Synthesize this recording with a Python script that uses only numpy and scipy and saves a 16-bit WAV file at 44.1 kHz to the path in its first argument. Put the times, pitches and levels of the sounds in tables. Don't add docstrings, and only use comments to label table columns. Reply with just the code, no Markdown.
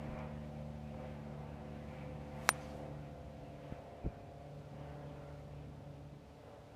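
import sys
import numpy as np
from scipy import signal
from scipy.fft import rfft, irfft
from scipy.io import wavfile
from scipy.ndimage import uniform_filter1d, map_coordinates

SR = 44100
rng = np.random.default_rng(int(sys.argv[2]) if len(sys.argv) > 2 else 0)


def generate_wav(signal):
    frames = np.transpose(np.atleast_2d(signal))
    scaled = np.clip(frames, -1, 1) * 32767
    pcm = np.round(scaled).astype(np.int16)
    wavfile.write(sys.argv[1], SR, pcm)


def to_linear_factor(level_db):
    exponent = np.asarray(level_db, float) / 20
    return 10 ** exponent


N = 297675
TIME = np.arange(N) / SR

# (time [s], cycle rate [Hz], level [dB])
ENGINE_DRIVE = [
    (0, 37.23, -53.5),
    (.9, 37.05, -53.5),
    (1.2, 36.69, -55),
    (2.0, 36.58, -53),
    (2.9, 36.49, -53.5),
    (3.6, 36.33, -59),
    (4.5, 36.18, -59),
    (5.0, 36.21, -59),
    (5.9, 35.94, -61),
    (6.75, 36.08, -63),
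]
# (multiple of cycle rate, facing [dB], side-on [dB],
# half-turned [dB], three-quarters [dB], turned away [dB])
ENGINE_NOTES = [(2, 0, -4, -1, -7, -1.5), (3, -20, -24, -21, -17, -15), (4, 2.5, 1, 3.5, 5.5, 6),
                (6, 1.5, -3.5, -7, -6.5, -13), (8, -13.5, -8.5, -5.5, -9.5, -5),
                (9, -20, -33.5, -28, -27, -35), (10, -14.5, -12, -20.5, -27, -30),
                (11, -33, -20, -15, -13.5, -18), (12, -30, -40, -13, -7, -7),
                (13, -12, -16, -28.5, -24, -9), (14, -8, -6.5, -6, -8, -21),
                (15, -34, -17.5, -7, -5.5, -9.5), (16, -8, -31, -8, -5.5, -3.5),
                (17, -11.5, -16.5, -25.5, -32, -27), (18, -21.5, -13.5, -14.5, -20, -29.5),
                (19, -23, -16.5, -3.5, -5.5, -13.5), (20, -13.5, -17, -21.5, -8.5, -13),
                (21, -19, -14, -23, -33, -16), (22, -34, -25, -24, -24, -28),
                (23, -19, -33.5, -18, -18, -27), (24, -26, -25, -35, -25, -17.5),
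                (25, -43, -25, -39, -39, -42), (26, -23, -39, -36, -34, -37)]
SIDE_TIMES = [0.698, 2.2, 3.55, 4.25, 5.1]
SHIMMER, SHIMMER_RISE = .07, 0.0099
WAVER, WAVER_RISE = .15, .0045

# (time [s], lift [dB], length [s], centre [octaves above 500 Hz])
BREATHS = [(.02, 4.5, 0.041, 1.3), (0.19, 11, 0.086, 1.5), (0.33, 9.5, .07, -5), (0.81, -2.5, 0.14, 0),
           (3.1, 6.5, 0.064, 6), (4.67, -5.5, 0.16, -4), (1.018, 5.5, 0.057, 0.9), (1.08, 5.5, 0.059, 3),
           (1.46, 3.5, 0.29, 1), (1.98, 7, 0.09, 3), (2.3, 2.5, 0.26, 1), (2.53, 9, 0.12, 1.83),
           (2.808, 6.5, 0.064, 0.4), (3.688, 8, 0.079, 2.5), (4.55, 1.5, 0.12, -2.5),
           (3.85, 3.5, 0.16, 0.7), (4.845, 4.5, 0.058, 1.5), (4.95, 4.5, 0.105, 0.7), (4.6, -3.5, 0.13, -4),
           (5.7, 2.5, 0.2, -3), (3.25, 3.5, 0.052, -3.5), (1.3, 2, .15, -1), (4.85, 3, .1, -4),
           (3.9, 5, 0.088, -4), (0.91, 0.5, 0.072, -1), (2.35, 2, .12, -6), (6.204, -3.5, .12, 0),
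           (5.6, 4, 0.053, 3.5), (5.2, 4, 0.13, 1.3), (5.6, 0, 0.08, 6), (6.5, 5, 0.069, 1)]
BREATH_WIDTH_OCTAVES = 0.85
# (start [s], end [s], change [dB])
LULL_SPELLS = [
    (0.784, 0.947, 0.5),
    (3.099, 3.488, -5),
    (3.749, 4.281, -10.5),
    (4.313, 4.477, -5.5),
    (6.19, 6.9, -7.5),
]
LULL_NOTE_SHARES = {2: 0.34, 3: .9, 4: 1.16, 6: 0.48, 8: 0.44}
LULL_EDGE_S, LULL_RUMBLE_SHARE = 0.05, 0.25

# (frequency [Hz], level [dB per Hz])
FIELD_SPECTRUM = [(12, -51), (20, -30), (35, -14), (52, -2), (96, 0), (150, -1.5), (198, -7), (293, -6),
                  (347, -13.5), (430, -13), (574, -7.5), (642, -11.5), (718, -10), (1220, -20.5),
                  (2260, -25.5), (14700, -51), (16000, -42.5)]
FIELD_DB = -53.5
RUMBLE_FADE, ROAR_FADE, RASP_FADE, BRIGHT_FADE = 0.39, 0.36, 0.42, 0.76
CLATTER_SHARE, CLATTER_CHANGE_S, CLATTER_EVEN = .18, .07, .5
GROUND_LAG_S, GROUND_SHARE = .00786, 0.38

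# (time [s], level [dB], length [s], polarity [+-])
PUFFS = [(.091, -35, .008, 1), (.1335, -35, .009, -1), (3.724, -30.5, .0036, -1), (3.727, -42, .003, 1),
         (4.105, -44, .005, -1), (4.169, -45, .005, 1), (4.0432, -36, .004, 1), (4.0452, -36, .014, -1),
         (4.0485, -36, .007, -1), (4.0508, -38, .004, 1), (4.0575, -39, .003, 1), (4.0803, -39, .006, -1),
         (4.0875, -42, .006, -1), (4.0905, -44, .008, 1), (4.0543, -37, .004, 1), (4.0667, -34, .003, -1),
         (4.0683, -38, .003, -1), (4.0772, -38, .006, 1), (4.0592, -31, .003, -1), (4.0526, -37, .003, -1),
         (4.0603, -32, .012, 1), (4.0633, -34, .003, 1), (4.0646, -25.5, .004, -1), (4.0711, -32, .004, -1),
         (4.0745, -33, .011, 1)]
# (time [s], level [dB], length [s])
BUFFETS = [
    (.1, -52.5, .06),
    (3.95, -60, .02),
    (4.06, -56, .018),
    (4.26, -68, .02),
    (6.17, -60, .04),
]
PUFF_RISE, PUFF_FALL = .11, .3

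# (time [s], level [dB], length [s], centre [Hz])
PANEL_GLINTS = [(.18, -64, 0.045, 2300), (.4, -70, 0.056, 1900), (0.397, -75, .05, 2900),
                (.56, -74, 0.056, 2390), (1.4, -69, .08, 990), (1.95, -72, .06, 1000),
                (3.03, -71, 0.076, 1350), (4.12, -71, 0.054, 1500), (4.9, -77, .05, 2750),
                (5.09, -75, .05, 3100), (5.12, -76, .05, 2500), (0.884, -73, 0.042, 2500),
                (1.06, -73, .04, 2350), (1.5, -76, .06, 2580), (1.83, -70, 0.031, 2000),
                (1.964, -68, 0.069, 2230), (2.077, -71, .04, 2350), (2.31, -74, 0.043, 2000),
                (3.47, -75, 0.049, 2700), (3.65, -75, 0.032, 3050), (4.05, -72.5, .05, 2350),
                (5.04, -72, 0.03, 1650), (4.24, -77, 0.057, 2450), (4.65, -75, .1, 1350),
                (4.82, -75, .04, 2930), (4.954, -69, 0.061, 1490), (5.268, -70, 0.092, 1385),
                (5.579, -75, .05, 2500), (5.61, -81, .04, 2850), (6.47, -80.5, 0.045, 2800),
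                (6.72, -76, .04, 1500)]
GLINT_WIDTH = 0.062

# (time [s], level [dB], centre [Hz], length [s])
GRIT_TICKS = [
    (.191, -67, 5900, .002),
    (.945, -52, 800, .003),
    (2.757, -72, 10500, .0008),
    (2.771, -69, 14000, .0008),
    (2.783, -73, 13000, .0008),
    (2.793, -75, 13500, .0008),
]

# (frequency [Hz], level [dB per Hz])
SWISH_SPECTRUM = [(1500, -20), (2500, 0), (5000, -4), (9000, -7), (13000, -10), (15500, -14)]
DOWNSWING_DB, DOWNSWING_RISE_DB_S, DOWNSWING_FALL_DB_S = -61, 151, 280
FOLLOW_S, FOLLOW_DB, FOLLOW_LENGTH_S = 2.67, -67.5, 0.12

STRIKE_S, STRIKE_DB, CONTACT_S = 2.490612, .4, .00003
# (frequency [Hz], level [dB], t60 [s], signed weight)
HEAD_MODES = [(696, -7.0, 0.0033, 1), (1330, 1.9, 0.0021, -1), (1993, -9.5, 0.0024, 1),
              (2413, -13.1, 0.003, 1), (4092, -24.1, 0.012, 1), (5017, -12.0, 0.003, 1),
              (5788, -29, 0.034, 1), (6770, -30, .012, -1), (7230, -14.9, 0.0046, -1),
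              (9212, -33, 0.15, -1), (9286, -22, 0.4, -1), (9300, -21, .012, -1), (9341, -36, 0.2, -1),
              (9480, -37, 0.1, -1), (9570, -36, .05, 1), (11150, -24, 0.032, 1), (11723, -17.7, 0.0133, 1),
              (434, -23, 0.0065, 0.52), (2650, -34, 0.027, 0.89), (3220, -37.5, 0.031, 1),
               (3999.5, -28, 0.018, 0.93), (8020, -24.5, 0.022, 0.86), (10000, -34, .04, 1),
               (10400, -25, 0.012, 1), (10750, -27, .006, -1), (13200, -22, .01, 1),
               (12280, -14.5, 0.029, -1.5), (12950, -12.5, .011, 1), (13800, 3, .0025, 0.62),
               (14650, 1.5, 0.0044, -1)]
SWING_AWAY_S = .027
# (delay [s], level [dB], cut-off [Hz])
GRASS_BOUNCE = (.003, -24, 2600)
DIVOT_DB, DIVOT_T60_S = -35.5, 0.022
# (delay [s], spread [s], level [dB], centre [Hz])
TREE_ECHOES = [
    (.04, .01, -72, 6000),
    (.14, .018, -71, 6150),
    (.148, .02, -71, 4650),
    (.16, .025, -72, 3150),
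    (.215, .015, -75, 4600),
    (.15, .03, -68, 2200),
]


def level(x, db):
    return x * to_linear_factor(db) / np.sqrt(np.mean(x ** 2))


def noise():
    return rng.standard_normal(N)


def curves(table):
    s, *columns = np.transpose(table)
    return [np.interp(TIME, s, c) for c in columns]


def bell(s, length, time=TIME):
    return np.exp(-.5 * ((time - s) / length) ** 2)


def band(x, lo_hz, hi_hz, order=2):
    sos = signal.butter(order, [lo_hz, min(hi_hz, 21000)], "band", fs=SR, output="sos")
    return signal.sosfilt(sos, x)


def walk(rate):
    held = np.repeat(rng.standard_normal(int(N / SR * rate) + 2), 8)
    slewed = uniform_filter1d(uniform_filter1d(held, size=8), size=8)
    return 1.3 * np.interp(TIME * rate * 8, np.arange(len(held)), slewed)


def coloured(spectrum, lo_hz=1, hi_hz=30000, source=None, order=8):
    source = noise() if source is None else source
    hz = np.arange(1, N // 2 + 2) * SR / N
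    point_hz, point_db = np.transpose(spectrum)
    gain = to_linear_factor(np.interp(np.log(hz), np.log(point_hz), point_db))
    edges = 1 / np.sqrt((1 + (lo_hz / hz) ** order) * (1 + (hz / hi_hz) ** order))
    return irfft(rfft(source) * gain * edges, N)


def swells(centres_hz):
    s, db, length, octave = np.transpose(BREATHS)
    distance = np.log2(np.c_[centres_hz] / 500) - octave
    reach = db * np.exp(-.5 * (distance / BREATH_WIDTH_OCTAVES) ** 2)
    lift_db = reach @ bell(s[:, None], length[:, None], TIME[::16])
    return np.repeat(lift_db, 16, axis=1)[:, :N]


def lulls():
    def step(s):
        return .5 + .5 * np.tanh((TIME - s) / LULL_EDGE_S)
    return sum(db * (step(start) - step(end)) for start, end, db in LULL_SPELLS)


def engine():
    hz, engine_db = curves(ENGINE_DRIVE)
    phase = 2 * np.pi * np.cumsum(hz) / SR
    multiples = np.array([row[0] for row in ENGINE_NOTES])
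    lifts_db, loss_db = swells(multiples * hz.mean()), lulls()
    out = 0
    for k, lift_db, (_, *side_db) in zip(multiples, lifts_db, ENGINE_NOTES):
        air_db = lift_db + LULL_NOTE_SHARES.get(k, 0) * loss_db
        db = engine_db + np.interp(TIME, SIDE_TIMES, side_db) + air_db
        flutter = 1 + (SHIMMER + SHIMMER_RISE * k) * walk(9)
        drift = (WAVER + WAVER_RISE * k ** 2) * walk(5 + .6 * k)
        lag = 0.27 * k + 0.0602 * k ** 2
        out = out + to_linear_factor(db) * flutter * np.sqrt(2) * np.cos(k * phase + drift - lag)
    return out


def clatter():
    turns = np.cumsum(curves(ENGINE_DRIVE)[0]) / SR
    pattern = rng.standard_normal((200, 1200))
    pattern = pattern + CLATTER_EVEN * np.roll(pattern, 600, axis=1)
    repeat = map_coordinates(pattern, [TIME / CLATTER_CHANGE_S, turns % 1 * 1199], order=1)
    return np.sqrt(CLATTER_SHARE) * level(repeat, 0) + np.sqrt(1 - CLATTER_SHARE) * noise()


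def grounded(x):
    mirror = np.interp(TIME - GROUND_LAG_S, TIME, x)
    return (x + GROUND_SHARE * mirror) / np.hypot(1, GROUND_SHARE)


def field():
    def centred(db):
        return db - np.mean(db)
    away_db = curves(ENGINE_DRIVE)[1]
    roar_lift, rasp_lift, bright_lift, rumble_lift = swells([600, 1250, 2500, 80])
    rumble_db = centred(RUMBLE_FADE * away_db + LULL_RUMBLE_SHARE * lulls() + rumble_lift)
    roar_db = centred(ROAR_FADE * away_db + roar_lift)
    rasp_db = centred(RASP_FADE * away_db + rasp_lift)
    bright_db = centred(BRIGHT_FADE * away_db + bright_lift)
    machine = clatter()
    rumble = to_linear_factor(rumble_db + 1.3 * walk(11)) * coloured(FIELD_SPECTRUM, hi_hz=315)
    roar = to_linear_factor(roar_db + 0.57 * walk(18)) * coloured(FIELD_SPECTRUM, 330, 895)
    rasp = to_linear_factor(rasp_db + .5 * walk(10)) * coloured(FIELD_SPECTRUM, 950, 1620, machine)
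    bright = coloured(FIELD_SPECTRUM, 2030, 2880, machine, order=12)
    bright = to_linear_factor(-1.5 + 1.07 * bright_db + 1.8 * walk(21)) * bright
    hiss = to_linear_factor(0.2 * bright_db + 0.65 * walk(5.93)) * coloured(FIELD_SPECTRUM, lo_hz=2800)
    return level(rumble + grounded(roar + rasp + bright) + hiss, FIELD_DB)


def wind():
    puffs = 0
    for s, db, length, sign in PUFFS:
        side = np.where(TIME < s, PUFF_RISE, PUFF_FALL)
        puffs = puffs + sign * to_linear_factor(db) * bell(s, length * side)
    buffeting = sum(to_linear_factor(db) * bell(s, length) for s, db, length in BUFFETS)
    flutter = buffeting * level(band(noise(), 90, 340, order=3), 0)
    return band(puffs, 12, 2500, order=1) + flutter


def glints():
    machine, wide = grounded(clatter()), 1 + GLINT_WIDTH
    out = 0
    for s, db, length, hz in PANEL_GLINTS:
        out = out + bell(s, length) * level(band(machine, hz / wide, hz * wide), db)
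    return out


def ticks():
    out = 0
    for s, db, hz, length in GRIT_TICKS:
        out = out + bell(s, length) * level(band(noise(), hz / 1.9, hz * 1.05), db)
    return out


def swing():
    late = TIME - STRIKE_S
    slope_db = np.where(late < 0, DOWNSWING_RISE_DB_S * late, -DOWNSWING_FALL_DB_S * late)
    air = level(coloured(SWISH_SPECTRUM, lo_hz=2500), 0)
    down = to_linear_factor(DOWNSWING_DB + slope_db) * air
    follow = to_linear_factor(FOLLOW_DB) * bell(FOLLOW_S, FOLLOW_LENGTH_S) * band(air, 1494, 8020, order=1)
    return down + follow


def decay(t, t60):
    return np.exp(-np.log(1000) * t / t60)


def strike():
    t = np.arange(SR // 4) / SR
    ring = 0
    for hz, db, t60, sign in (*HEAD_MODES,):
        ring = ring + sign * to_linear_factor(db) * np.sin(2 * np.pi * hz * t) * decay(t, t60)
    ring = ring / (1 + (t / SWING_AWAY_S) ** 6)
    contact = bell(STRIKE_S, CONTACT_S)
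    direct = to_linear_factor(STRIKE_DB) * signal.fftconvolve(contact / contact.sum(), ring)[:N]

    delay, bounce_db, bounce_hz = GRASS_BOUNCE
    bounce = to_linear_factor(bounce_db) * band(np.interp(TIME - delay, TIME, direct), 700, bounce_hz, order=1)

    after = np.clip(TIME - STRIKE_S - .001, 0, None)
    divot = (after > 0) * decay(after, DIVOT_T60_S) * level(band(noise(), 1200, 7000), DIVOT_DB)

    echoes = 0
    for lag, spread, db, hz in TREE_ECHOES:
        leaves = level(band(noise(), hz / 1.06, hz * 1.05), db)
        echoes = echoes + bell(STRIKE_S + lag, spread) * leaves
    return direct + bounce + divot + echoes


def scene():
    return (engine() + field() + wind() + glints() + ticks() + swing() + strike())[None, :]


def roll_off(x):
    return signal.sosfilt(signal.butter(12, 17000, fs=SR, output="sos"), x)


def record(dry):
    heard = signal.sosfilt(signal.butter(1, 30, "high", fs=SR, output="sos"), dry)
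    heard = signal.sosfilt(signal.ellip(8, .2, 24, 15300, fs=SR, output="sos"), heard)
    return roll_off(heard)


dry = scene()
out = record(dry)
generate_wav(out)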